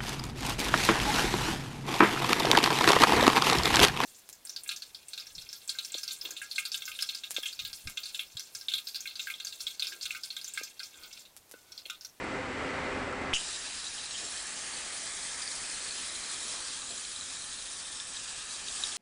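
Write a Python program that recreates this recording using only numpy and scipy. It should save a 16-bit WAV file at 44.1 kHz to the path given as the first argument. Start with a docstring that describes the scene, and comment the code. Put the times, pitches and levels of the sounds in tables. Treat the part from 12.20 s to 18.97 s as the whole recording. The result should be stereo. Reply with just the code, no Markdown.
"""Airbrush on a small figure

A fan drones, with faint whine and small knocks, lifted by automatic gain: shaped noise, sines, decaying rings.
The trigger ticks, the gain falls and a rush of air (swept resonant noise) dies into the steady spray:
jet hiss, wash and rumble as coloured noise, and nozzle rings driven by noise and droplet clicks.
The hiss shifts colour as the nozzle moves; paint spits ring briefly and narrow hiss coughs.
One microphone feeds both channels."""
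import sys
import numpy as np
from scipy import signal
from scipy.fft import rfft, irfft
from scipy.io import wavfile
from scipy.ndimage import uniform_filter1d

SR = 44100
rng = np.random.default_rng(int(sys.argv[2]) if len(sys.argv) > 2 else 0)


def gain_from_db(level_db):
    """Turn a decibel level (scalar or array-like) into a linear amplitude factor."""
    decades = np.asarray(level_db, float) / 20
    return 10 ** decades


def pcm_store(signal):
    """Save signal as 16-bit PCM."""
    levels = np.round(np.clip(np.atleast_2d(signal), -1, 1) * 32767)
    wavfile.write(sys.argv[1], SR, levels.astype(np.int16).T)


N = 298557
T_S = np.arange(N) / SR
HZ = np.fft.rfftfreq(1024, 1 / SR)
FRAME_S = np.arange(N // 256 + 5) * 256 / SR

DUCK_DB = 24  # depth of the gain drop
OPEN_S = 1.1372  # the valve opens

# fan level under full gain: (time [s], level [dB])
FAN_LEVEL = [(0.0, -37), (0.048, -36), (0.294, -37), (0.416, -34.5), (1.1, -36)]
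# fan drone, relative spectrum: (frequency [Hz], density [dB per Hz])
FAN_SPECTRUM = [(15, -46), (25, -9), (70, -7.5), (168, -9), (257, -4), (458, -7), (519, -5), (684, -7),
                (1690, -7.5), (2060, -8.5), (3000, -17), (3670, -21), (7040, -30), (7590, -30),
                (10000, -35.5), (13000, -112), (22000, -120)]
# fuzzy hum bands and broad humps of the fan drone: (frequency [Hz], width [Hz], boost [dB])
FAN_BANDS = [(79, 14, 6), (128, 16, 4), (264, 25, 8), (394, 30, 7), (513, 26, 9), (775, 40, 4),
             (928, 16, 5), (1308, 35, 5), (2025, 50, 5), (2100, 120, 2), (2400, 60, 4), (4430, 100, 4),
             (7700, 500, 2)]
# thin steady tones under full gain: (frequency [Hz], rms level [dB])
WHINE = [(7390, -77), (7612, -70), (7644, -71), (7865, -70)]
# knocks on wood, then two trigger ticks, under full gain:
# (time [s], main mode level [dB], frequency [Hz], t60 [s])
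KNOCKS = [(.04, -35.5, 320, 0.19), (.876, -36, 554, .05), (.926, -32.5, 1350, 0.081),
          (1.015, -36, 257, .12), (1.131, -23, 2450, 0.014), (1.1355, -15.5, 3090, 0.035)]
# wet coughs of the nozzle: (time [s], length [s], level [dB], frequency [Hz])
COUGHS = [(1.771, 0.024, -43, 3050), (1.936, 0.032, -41.5, 3130), (4.707, 0.029, -48, 3240),
          (6.718, .025, -43.5, 3300)]
# loud paint spits: (time [s], main mode level [dB], ring frequency [Hz])
SPITS = [(1.9096, -30, 4120), (2.1386, -34, 3200), (3.2211, -27.5, 4950), (3.2765, -25.5, 4600),
         (3.3159, -29, 4310), (3.4994, -31, 4990), (3.7084, -28, 4370), (4.0373, -31, 4020),
         (4.4053, -32, 4070), (4.6184, -32, 3900), (4.7082, -33, 4160), (4.7764, -34, 4040),
         (4.8499, -32, 4160), (4.9614, -30, 3920), (5.01, -31.5, 3940), (5.1688, -32, 3840),
         (5.2205, -34, 4100), (5.3426, -36, 3900), (5.8001, -26.5, 3530), (5.9684, -33, 3850),
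         (6.484, -28, 3700), (6.6367, -16.5, 3790), (6.7184, -31, 3500)]
# spray path: (time [s], jet hiss [dB], wash on the figure [dB], nozzle ring [Hz],
# turn toward the microphone [0-1])
SPRAY = [(1.199, -39, -46.5, 3750, 0.26), (1.65, -41.5, -51, 3900, 0.6), (1.92, -41, -50.5, 3830, 0.4),
         (2.18, -40, -48.5, 4150, 0.9), (2.38, -40, -47.5, 4600, 0.83), (3.01, -39.5, -48, 4180, 1),
         (3.25, -39, -48, 4730, 0.95), (3.7, -39, -48, 4200, 0.8), (3.9, -39.5, -48.5, 3990, 1),
         (4.39, -39.5, -48, 4170, 0.86), (4.6, -40.5, -52, 4140, 0.85), (4.83, -41, -51.5, 3960, 0.95),
         (5.4, -42, -53, 3960, 0.77), (5.6, -41, -52.5, 3700, 1), (6.04, -41.5, -52, 3700, 0.52),
         (6.41, -41.5, -51, 4000, 0.7), (6.6, -38.5, -49.5, 3800, 0.76), (6.77, -38.5, -48.5, 3840, 0.7)]
# relative spectra, nozzle turned away and facing: (frequency [Hz], density [dB per Hz])
JET_AWAY = [(880, -37), (1500, -14), (1660, -12.5), (2200, -38), (2420, -8), (2850, 6.5), (3140, -5),
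            (3540, -6), (3920, -3.5), (4780, -1), (5170, -3), (7760, -4), (10000, -8), (13000, -72),
            (22000, -120)]
JET_FACING = [(880, -34), (1500, -10), (1810, -18.5), (2160, 0), (2360, -16.5), (2570, -3.5), (2880, -4.5),
              (3240, -1), (3740, -2), (4380, -2), (6940, -1), (8880, -0.5), (10000, 0.5), (13000, -77),
              (22000, -120)]
# relative spectra of wash and rumble: (frequency [Hz], density [dB per Hz])
WASH = [(350, -33), (600, -15.5), (807, -3), (977, -4.5), (1180, -2), (1420, -4.5), (1720, -1.5),
        (2400, -0.5), (3120, -40), (5280, -120)]
RUMBLE = [(15, -30), (25, 6.5), (70, -7), (113, -8), (303, -3.5), (487, -5.5), (568, -5.5), (700, -3),
          (910, -30), (1540, -120)]
# reflections off block and wall: (frequency [Hz], width [Hz], boost [dB])
BENCH = [(1260, 150, 2.5), (1730, 220, 4.5), (2180, 300, -3), (2480, 120, 4.5), (2850, 250, -3),
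         (3190, 170, 3.5), (4830, 150, 2), (5500, 170, 2), (6750, 200, 2), (7650, 250, 2), (8800, 300, 2),
         (9400, 200, 1)]
# brief swells of the rumble: (time [s], boost [dB])
SWELLS = [(2.04, 11), (2.38, 2), (2.84, 3.5), (3.97, 1), (4.21, 1.5), (4.72, 12)]
# nozzle ring relative to the jet hiss: (time [s], level [dB])
RING_LEVEL = [(1.2, -7.5), (1.75, -7.5), (2.1, -9), (3.0, -19), (3.3, -14), (4.0, -9), (4.5, -10.5),
              (4.8, -16), (5.4, -10.5), (5.8, -13), (6.4, -10), (6.77, -17)]


def evened(x):
    """Scales to rms 1."""
    return x / np.sqrt(np.mean(x ** 2) + 1e-20)


def smoothed_twice(x, size):
    """Two passes of a moving average."""
    return uniform_filter1d(uniform_filter1d(x, size=size), size=size)


def drift(size):
    """Slow random curve of rms 1; size in samples."""
    return evened(smoothed_twice(rng.standard_normal(N), size))


def read(points, hz=HZ):
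    """Spectrum in dB, interpolated over log frequency."""
    f, db = np.transpose(points)
    return np.interp(np.log(hz + 1), np.log(f + 1), db)


def bumps(peaks, hz=HZ):
    """Resonances as bell curves in dB."""
    return sum(db / (1 + (2 * (hz - mid) / width) ** 2) for mid, width, db in peaks)


def noise(colour_db, patchy_db, flicker_db, ripple_db):
    """Random short-time spectra: brief patches, shared flicker, slow narrow ripples from shifting echoes."""
    a, b, patches, ripples = rng.standard_normal((len(FRAME_S), len(HZ), 4)).T
    # axis 0: bins, axis 1: frames
    patches = evened(uniform_filter1d(uniform_filter1d(patches, size=14, axis=0), size=8, axis=1))
    ripples = evened(uniform_filter1d(uniform_filter1d(ripples, size=5, axis=0), size=110, axis=1))
    flicker = evened(uniform_filter1d(rng.standard_normal(len(FRAME_S)), size=5))
    shape = gain_from_db(colour_db) / np.linalg.norm(gain_from_db(colour_db), axis=0)
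    uneven = gain_from_db(patchy_db * patches + flicker_db * flicker + ripple_db * ripples)
    spectra = (a + 1j * b) * shape * uneven
    return evened(signal.istft(spectra, nperseg=1024, noverlap=768)[1][:N])


def resonate(x, hz, width_hz):
    """Moving resonance: shifts the curve hz down to zero, smooths, shifts back."""
    turn = np.exp(2j * np.pi * np.cumsum(hz) / SR)
    r = np.exp(-np.pi * width_hz / SR)
    return 2 * (turn * signal.lfilter([1 - r], [1, -r], x / turn)).real


def rings(rows, upper_db, tick_db, side_db):
    """Decaying modes: main, close lower neighbour, faster-dying upper partner, and a bright noise tick."""
    out, t = np.zeros(N), np.arange(4000) / SR
    ticks = np.diff(rng.standard_normal((len(rows), len(t) + 1)))
    for (start_s, db, hz, t60_s), tick in zip(rows, ticks):
        ring = np.sin(2 * np.pi * hz * t)
        ring += gain_from_db(side_db) * np.sin(2 * np.pi * hz * .9 * t)
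        ring += gain_from_db(upper_db - 60 * t / t60_s) * np.sin(2 * np.pi * hz * 1.9 * t)
        ring += gain_from_db(tick_db - 120 * t / t60_s) * tick
        ring *= gain_from_db(db - 60 * t / t60_s) * np.minimum(t / .0005, 1)
        start = round(start_s * SR)
        out[start:][:len(t)] += ring[:N - start]
    return out


def fan():
    """Broad noise drone with fuzzy bands and slight level waver, at its low level before the gain."""
    hz = np.fft.rfftfreq(N, 1 / SR)
    colour = gain_from_db(read(FAN_SPECTRUM, hz) + bumps(FAN_BANDS, hz))
    drone = irfft(rfft(rng.standard_normal(N)) * colour, N)
    level_db = np.interp(T_S, *np.transpose(FAN_LEVEL)) + 0.54 * drift(size=2500)
    return gain_from_db(level_db - DUCK_DB) * evened(drone)


def whine():
    """Faint electronic sines, at their low level before the gain."""
    out = np.zeros(N)
    for hz, rms_db in WHINE:
        out += gain_from_db(rms_db - DUCK_DB) * np.sqrt(2) * np.sin(2 * np.pi * (hz * T_S + rng.random()))
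    return out


def knocks():
    """Wood knocks and trigger ticks as decaying modes, at their low level before the gain."""
    return gain_from_db(-DUCK_DB) * rings(KNOCKS, upper_db=-21, tick_db=-14, side_db=-5.5)


def coughs():
    """Nozzle coughs: short bursts of narrow resonant hiss below the nozzle ring."""
    out, width_hz = np.zeros(N), 440
    air = rng.standard_normal(N)
    for start_s, length_s, db, hz in COUGHS:
        steady_hz = np.full(N, hz)
        hiss = evened(resonate(resonate(air, steady_hz, width_hz), steady_hz, width_hz))
        arch = np.sin(np.pi * np.clip((T_S - start_s) / length_s, 0, 1)).clip(0)
        out += gain_from_db(db) * np.sqrt(arch) * hiss
    return out


def spits():
    """Blobs of paint leave the nozzle as short rings: listed loud ones, faint ones at random."""
    faint_per_s, faint_db, spread_db, t60_s = 6, -38, 1.8, .021
    s, _, _, ring_hz, _ = np.transpose(SPRAY)
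    span_s = s[-1] - s[0]
    when, size, tune = rng.random((round(faint_per_s * span_s), 3)).T
    at_s = s[0] + when * span_s
    db = faint_db - spread_db * np.log(size + .05)
    hz = np.interp(at_s, s, ring_hz) * (.95 + .1 * tune)
    rows = [(*row, t60_s) for row in [*SPITS, *zip(at_s, db, hz)]]
    return rings(rows, upper_db=-7, tick_db=-9, side_db=-10)


def rush():
    """Valve opening: loud resonant air pops, holds while sagging in level and pitch, then releases."""
    start_db, pop_db, pop_s, sag_db_per_s = -29, 3, .002, 78
    hold_s, release_s, tail_db, tail_s = 0.034, 0.0039, -10, 0.039
    start_hz, pop_hz, sag_hz_per_s, tail_hz = 3080, 150, 8000, 3050
    t = np.maximum(T_S - OPEN_S, 0)
    pop = np.exp(-t / pop_s)
    held = np.minimum(t, hold_s)
    after = np.maximum(t - hold_s, 0)
    released = 1 - np.exp(-after / release_s)
    level_db = start_db + pop_db * pop - sag_db_per_s * held + tail_db * released
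    held_hz = start_hz + pop_hz * pop - sag_hz_per_s * held
    hz = (1 - released) * held_hz + released * tail_hz
    air = rng.standard_normal(N)
    ring = evened(resonate(resonate(air, hz, 380), hz, 600))
    upper = evened(resonate(air, np.interp(t, [.003, .023], [5700, 6800]), 1100))
    gate = np.clip(t / .002, 0, 1) * np.exp(-(after / tail_s) ** 2)
    return gain_from_db(level_db) * gate * (ring + gain_from_db(-5) * upper)


def spray_rumble(wash_db):
    """Low turbulence: follows the wash with wider swing, plus swells; the deepest part holds its level."""
    mean_db, swing, wash_mean_db, swell_s = -59.5, 1.85, -49.5, 0.046
    steady_below_hz, steady_db = 196, -63.5
    level_db = mean_db + swing * (wash_db - wash_mean_db)
    level_db += sum(db * np.exp(-((T_S - at_s) / swell_s) ** 2) for at_s, db in SWELLS)
    rumble = noise(read(RUMBLE)[:, None], patchy_db=1.3, flicker_db=0.3, ripple_db=0.2)
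    lowpass = signal.butter(2, steady_below_hz, fs=SR, output="sos")
    deep = signal.sosfiltfilt(lowpass, rumble)
    return gain_from_db(level_db) * (rumble - deep) + gain_from_db(steady_db) * evened(deep)


def nozzle_rings(ring_hz):
    """Nozzle cap: two wandering resonances driven by air noise and clumps of droplet clicks."""
    ring_hz = ring_hz + 90 * drift(size=1500)
    upper_hz = 7700 + 250 * drift(size=5000)
    upper_db = -11 + 2.2 * drift(size=5000)
    ring_db = np.interp(T_S, *np.transpose(RING_LEVEL))
    clumps = gain_from_db(3.0 * drift(size=350))
    sizes = gain_from_db(np.minimum(rng.exponential(1, N), 4))
    droplets = sizes * (rng.random(N) < 400 / SR)  # 400 per s on average
    drive = clumps * (rng.standard_normal(N) * 0.12 + droplets * rng.choice([-1, 1], N))
    ring = evened(resonate(resonate(drive, ring_hz, 430), ring_hz, 900))
    upper = evened(resonate(drive, upper_hz, 600))
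    return gain_from_db(ring_db) * ring + gain_from_db(upper_db) * upper


def spray():
    """Jet turbulence coloured by nozzle angle, wash where it lands, rumble, and the ringing cap."""
    s, *columns = np.transpose(SPRAY)
    jet_db, wash_db, ring_hz, _ = (np.interp(T_S, s, c) for c in columns)
    facing = np.interp(FRAME_S, s, columns[-1])
    bench_db = bumps(BENCH)[:, None]
    jet_colour_db = np.outer(read(JET_AWAY), 1 - facing) + np.outer(read(JET_FACING), facing) + bench_db
    # dip at 2030 Hz, 1.7 dB deeper per dB of wash below -50.5 dB
    weak_db = np.minimum(np.interp(FRAME_S, s, columns[1]) + 50.5, 0)
    dip_db = np.outer(bumps([(2030, 350, 1.7)]), weak_db)
    jet = noise(jet_colour_db + dip_db, patchy_db=1.33, flicker_db=0.91, ripple_db=1.1)
    wash_colour_db = read(WASH)[:, None] + bench_db + dip_db
    wash = noise(wash_colour_db, patchy_db=1.0, flicker_db=0.1, ripple_db=1.2)
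    opened = np.clip((T_S - OPEN_S) / .002, 0, 1)
    hiss = gain_from_db(jet_db) * (jet + nozzle_rings(ring_hz))
    return opened * (hiss + gain_from_db(wash_db) * wash + spray_rumble(wash_db))


def scene():
    """One microphone feeds both channels."""
    mono = fan() + whine() + knocks() + coughs() + spits() + rush() + spray()
    return np.array([mono, mono])


def roll_off(x):
    """The treble ends steeply here."""
    return signal.sosfilt(signal.butter(12, 11090, fs=SR, output="sos"), x)


def record(dry):
    """Gain lifts quiet sound, drops fast on loud treble and kicks the amplifier offset; then a low-pass."""
    quiet_db, let_go_db_per_s, offset, thump_s, edge_hz = -47, 6, -0.024, 0.028, 10150
    highpass = signal.butter(2, 2500, "high", fs=SR, output="sos")
    treble = signal.sosfilt(highpass, dry[0])
    power_db = 10 * np.log10(signal.lfilter(np.ones(30) / 30, 1, treble ** 2) + 1e-12)
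    fall_db = let_go_db_per_s * T_S
    held_db = np.maximum.accumulate(power_db + fall_db) - fall_db
    loud = held_db > quiet_db
    ducked = signal.lfilter(np.hanning(100) / 49.5, 1, loud)  # moves in about 2 ms
    lift = gain_from_db(-DUCK_DB * ducked)
    thump = signal.lfilter([1, -1], [1, -np.exp(-1 / (thump_s * SR))], offset * (lift - 1))
    mix = dry * lift * gain_from_db(DUCK_DB) + thump
    lowpass = signal.firwin(511, edge_hz, window=("kaiser", 9), fs=SR)
    mix = signal.oaconvolve(mix, lowpass[None], "same")
    return roll_off(mix)


dry = scene()
out = record(dry)
pcm_store(out)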